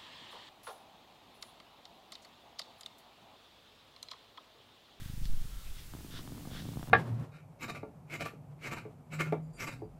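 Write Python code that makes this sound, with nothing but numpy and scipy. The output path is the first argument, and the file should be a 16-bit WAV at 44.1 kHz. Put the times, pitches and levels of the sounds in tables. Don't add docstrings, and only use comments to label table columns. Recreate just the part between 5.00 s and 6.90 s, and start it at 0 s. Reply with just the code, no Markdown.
import sys
import numpy as np
from scipy import signal
from scipy.fft import rfft, irfft
from scipy.io import wavfile
from scipy.ndimage import uniform_filter1d

SR = 44100
rng = np.random.default_rng(int(sys.argv[2]) if len(sys.argv) > 2 else 0)


def waveform_to_disk(signal):
    frames = np.transpose(np.atleast_2d(signal))
    scaled = np.clip(frames, -1, 1) * 32767
    samples = np.round(scaled).astype(np.int16)
    wavfile.write(sys.argv[1], SR, samples)


N = 83790


# time_s, level_db
SOFT_LEVEL = [(0, -34), (.1, -32.5), (.2, -33), (.33, -38), (.455, -36), (.495, -44), (.535, -47),
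              (.575, -64), (.66, -70), (.76, -45.5), (.86, -52), (.92, -48)]
# pitch_hz, level_db
SOFT_COLOUR = [(20, -15), (50, -7.5), (80, -5), (125, 1), (160, -4.5), (205, -10), (260, -16), (320, -23),
               (420, -38), (800, -77)]
SOFT_START_S, SOFT_END_S, SOFT_RATE_HZ = 0.02158, 1, 25.4

# time_s, rate_hz
ROUGH_RATE = [(.94, 28.3), (1.02, 25.9), (1.13, 27.4), (1.23, 25.1), (1.29, 29.8), (1.46, 24.6),
              (1.57, 29.2), (1.7, 23.6), (1.79, 29.7), (1.84, 20.9)]
# time_s, level_db, flutter_db (flutter relative to level_db)
ROUGH_EFFORT = [(.93, -40.5, -22), (1.0, -47, -10), (1.12, -42, -10.5), (1.26, -40, -5), (1.41, -44, -3.5),
                (1.55, -39.5, -6.5), (1.67, -35.5, -7.5), (1.8, -36.5, -18.5), (1.9, -39, -32)]
# time_s, wait_s
CLOSING_WAIT = [(.94, .014), (1.0, .02), (1.24, .0175), (1.29, .012), (1.48, .021), (1.6, .019),
                (1.68, .012), (1.72, .018), (1.76, .0135)]
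# pitch_hz, level_db
THROAT_COLOUR = [(30, -35), (70, -10.5), (110, 4), (135, 2.5), (260, -4.5), (350, -11.5), (730, -19.5),
                 (1200, -26.5), (1800, -43), (3500, -57), (8000, -58)]
# pitch_hz, level_db
FLUTTER_COLOUR = [(40, -26), (120, 1), (190, 2), (270, 4), (350, -8.5), (480, -13.5), (800, -27.5),
                  (1300, -24.5), (2000, -36), (6000, -68)]
# pitch_hz, level_db
PUFF_COLOUR = [(25, -15), (60, -14.5), (110, 2.5), (170, 2), (260, -11), (500, -54), (1500, -93)]
ROUGH_START_S = .936
OPENING_DB, PUFF_DB = -8.5, -3
PUFF_LAG_S = 0.0036
SNAP_SCATTER_DB, FLUTTER_SCATTER_DB = 4.5, 2
FLUTTER_LAGS_S, FLUTTER_JITTER_S = (.007, .02, .025, .031), 0.00161

# start_s, crack_db, knock_db
SHARP_SNAPS = [(0.937, -38.5, -44.5), (.95, -52, -42.5), (0.968, -48, -56), (1.007, -50, -45),
               (1.047, -55, -39), (1.192, -44, -40.5), (1.276, -37.5, -53), (1.304, -59, -49.5),
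               (1.38, -42.5, -45), (1.454, -44.5, -48), (1.516, -48, -51), (1.665, -53, -51),
               (1.681, -55, -43), (1.736, -45, -47), (1.795, -39.5, -47), (1.829, -33, -50),
               (1.874, -41, -48), (1.898, -37.5, -55)]
# pitch_hz, level_db
CRACK_COLOUR = [(100, -20), (300, -1.5), (800, 9), (1600, 2), (2200, -18), (3500, -4), (5000, -45),
                (10000, -60)]
# pitch_hz, level_db
KNOCK_COLOUR = [(50, -20), (170, -7.5), (300, 2), (400, -8), (600, -27), (1200, -21), (4000, -98)]

# time_s, level_db
CRACKLE_LEVEL = [(.95, -66), (1.1, -59), (1.33, -52), (1.5, -48.5), (1.69, -50.5), (1.78, -51), (1.9, -44)]
# pitch_hz, level_db
CRACKLE_COLOUR = [(100, -22), (250, -8), (450, -1), (750, 6.5), (1000, -1.5), (1400, -7.5), (2200, -24),
                  (6000, -73)]
CRACKLE_RATE_HZ, CRACKLE_SCATTER_DB = 60, 2

# fastest_s, rise_s, fall_s, hiss_db, rasp_db, rasp_hz (centre of the low rasp)
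STROKES = [(.01, 0.039, 0.084, -59.5, -60, 1570), (.52, 0.14, 0.27, -67, -70, 1380),
           (.675, .015, 0.021, -75, -63, 2380), (.79, 0.033, 0.03, -61.5, -66, 2180),
           (1.169, 0.037, 0.031, -50.5, -56, 1420), (1.582, 0.047, 0.03, -51, -55, 1590),
           (1.7, 0.048, 0.032, -61.5, -74, 1700)]
# pitch_hz, level_db
BRISTLE_COLOUR = [(1200, -18), (2500, -13), (2950, -4.5), (3500, 1), (4200, -6), (5500, -10), (7000, -20.5),
                  (10000, -28), (15000, -35)]
RASP_STEP_OCTAVES = 0.44
GRAIN_DB, UNEVEN_DB = 1.5, .7

# pitch_hz, level_db
TICK_COLOUR = [(600, -40), (1600, 2), (2500, -9), (3800, -4), (5200, -3), (7000, -12), (9000, -28),
               (14000, -36)]
# pitch_hz, level_db
SCUFF_COLOUR = [(1500, -32), (3000, 1), (4500, 3), (6200, -5), (8000, -15), (14000, -30)]
TICK_S, TICK_DB, TICK_DECAY_S = .255, -36.5, 0.001
SCUFF_DB, SCUFF_LENGTH_S = -57.5, 0.031

WHISTLE_S, WHISTLE_LENGTH_S, WHISTLE_HZ, WHISTLE_DB = .57, 0.099, 1350, -65

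# time_s, level_db
RUMBLE_LEVEL = [(0, -37.5), (.1, -48), (.16, -34.5), (.22, -19.5), (.28, -29.5), (.325, -18), (.39, -31),
                (.44, -29), (.48, -48), (.53, -25.5), (.645, -46.5), (.715, -34), (.81, -49.5),
                (1.15, -46.5), (1.42, -58.5), (1.55, -52), (1.7, -66), (1.9, -51)]
# pitch_hz, level_db
RUMBLE_COLOUR = [(5, -8), (12, -6.5), (19, -0.5), (30, -13), (50, -23.5), (70, -36), (120, -39), (300, -84)]
# pitch_hz, level_db
ROOM_COLOUR = [(25, -13), (60, 0), (120, -8.5), (225, -19), (546, -26), (1290, -28), (2490, -28),
               (3490, -26.5), (4500, -28.5), (8000, -30), (15500, -31.5)]
ROOM_DB = -51
TOP_HZ = 15700


def undb(db):
    return 10 ** (np.asarray(db) / 20)


def curve(table, t, column=1):
    rows = np.array(table)
    return np.interp(t, rows[:, 0], rows[:, column])


def gains(colour):
    hz, db = np.array(colour).T
    bins_hz = np.arange(N // 2 + 1) * SR / N
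    return undb(np.interp(np.log(bins_hz + 1), np.log(hz), db))


def noise(colour):
    x = irfft(rfft(rng.standard_normal(N)) * gains(colour), N)
    return x / x.std()


def walk(rate_hz):
    step = int(SR / rate_hz)
    steps = np.repeat(rng.standard_normal(N // step + 1), step)
    x = uniform_filter1d(steps, step)[:N]
    return x / x.std()


def pulses(times, db):
    at = (np.asarray(times) * SR).astype(int)
    return np.bincount(np.maximum(at, 0), undb(db), N)[:N]


def ring(x, colour):
    cepstrum = irfft(np.log(gains(colour)), N)
    cepstrum[1:N // 2] *= 2
    cepstrum[N // 2 + 1:] = 0
    response = irfft(np.exp(rfft(cepstrum)), N)
    return signal.fftconvolve(x, response / np.abs(response).max())[:N]


def soft_purr():
    times = np.arange(SOFT_START_S, SOFT_END_S, 1 / SOFT_RATE_HZ)
    scatter_db = rng.standard_normal(len(times))
    pushes = pulses(times, curve(SOFT_LEVEL, times) + scatter_db)
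    response = np.roll(irfft(gains(SOFT_COLOUR), N), N // 2)
    return -signal.fftconvolve(pushes, response / response.max(), "same")


def rough_purr():
    times = [ROUGH_START_S]
    while times[-1] < N / SR:
        times.append(times[-1] + 1 / curve(ROUGH_RATE, times[-1]))
    times = np.array(times)
    effort_db = curve(ROUGH_EFFORT, times)
    flutter_db = effort_db + curve(ROUGH_EFFORT, times, column=2)

    def chance():
        return rng.standard_normal(len(times))

    opening = pulses(times, effort_db + OPENING_DB + SNAP_SCATTER_DB * chance())
    closing_times = times + curve(CLOSING_WAIT, times)
    closing = pulses(closing_times, effort_db + SNAP_SCATTER_DB * chance())
    puffs = pulses(times + PUFF_LAG_S, effort_db + PUFF_DB)
    flutter = np.zeros(N)
    for lag_s in FLUTTER_LAGS_S:
        flutter_times = times + lag_s + FLUTTER_JITTER_S * chance()
        flutter += pulses(flutter_times, flutter_db + FLUTTER_SCATTER_DB * chance())
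    low = ring(closing, THROAT_COLOUR) + ring(puffs, PUFF_COLOUR)
    return -low - ring(opening + flutter, FLUTTER_COLOUR)


def sharp_snaps():
    times, crack_db, knock_db = np.array(SHARP_SNAPS).T
    cracks = ring(pulses(times, crack_db), CRACK_COLOUR)
    knocks = ring(pulses(times, knock_db), KNOCK_COLOUR)
    return cracks - knocks


def crackle():
    slots = np.arange(N // 100)
    times = ROUGH_START_S + (slots + rng.random(len(slots))) / CRACKLE_RATE_HZ
    chance = np.sqrt(12) * (rng.random(len(slots)) - .5)
    db = curve(CRACKLE_LEVEL, times) + CRACKLE_SCATTER_DB * chance
    return -ring(pulses(times, db), CRACKLE_COLOUR)


def brush(t):
    strokes = np.zeros(N)
    hiss = noise(BRISTLE_COLOUR)
    for fastest_s, rise_s, fall_s, hiss_db, rasp_db, rasp_hz in STROKES:
        width_s = np.where(t < fastest_s, rise_s, fall_s)
        speed = np.exp(-.5 * ((t - fastest_s) / width_s) ** 2)
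        hump = [(rasp_hz * 2 ** (k * RASP_STEP_OCTAVES), -6 * abs(k) ** 1.5) for k in range(-4, 5)]
        strokes += speed * (undb(hiss_db) * hiss + undb(rasp_db) * noise(hump))
    return strokes * undb(GRAIN_DB * walk(300) + UNEVEN_DB * walk(39.5))


def tick(t):
    since = t - TICK_S
    click = (since > 0) * np.exp(-np.abs(since) / TICK_DECAY_S) * undb(TICK_DB) * noise(TICK_COLOUR)
    scuff = np.exp(-(since / SCUFF_LENGTH_S) ** 2) * undb(SCUFF_DB) * noise(SCUFF_COLOUR)
    return click + scuff


def whistle(t):
    pitch_hz = WHISTLE_HZ * (1 + .008 * walk(78.2))
    phase = 2 * np.pi * np.cumsum(pitch_hz) / SR
    swell = np.exp(-((t - WHISTLE_S) / WHISTLE_LENGTH_S) ** 2)
    return undb(WHISTLE_DB) * swell * np.sin(phase)


def rumble(t):
    return undb(curve(RUMBLE_LEVEL, t)) * noise(RUMBLE_COLOUR)


def room():
    return undb(ROOM_DB) * noise(ROOM_COLOUR)


def scene():
    t = np.arange(N) / SR
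    cat = soft_purr() + rough_purr() + sharp_snaps() + crackle()
    grooming = brush(t) + tick(t)
    background = whistle(t) + rumble(t) + room()
    return (cat + grooming + background)[None]


def record(dry):
    low_pass = signal.ellip(10, .2, 80, TOP_HZ, fs=SR, output="sos")
    return signal.sosfilt(low_pass, dry)


dry = scene()
out = record(dry)
waveform_to_disk(out)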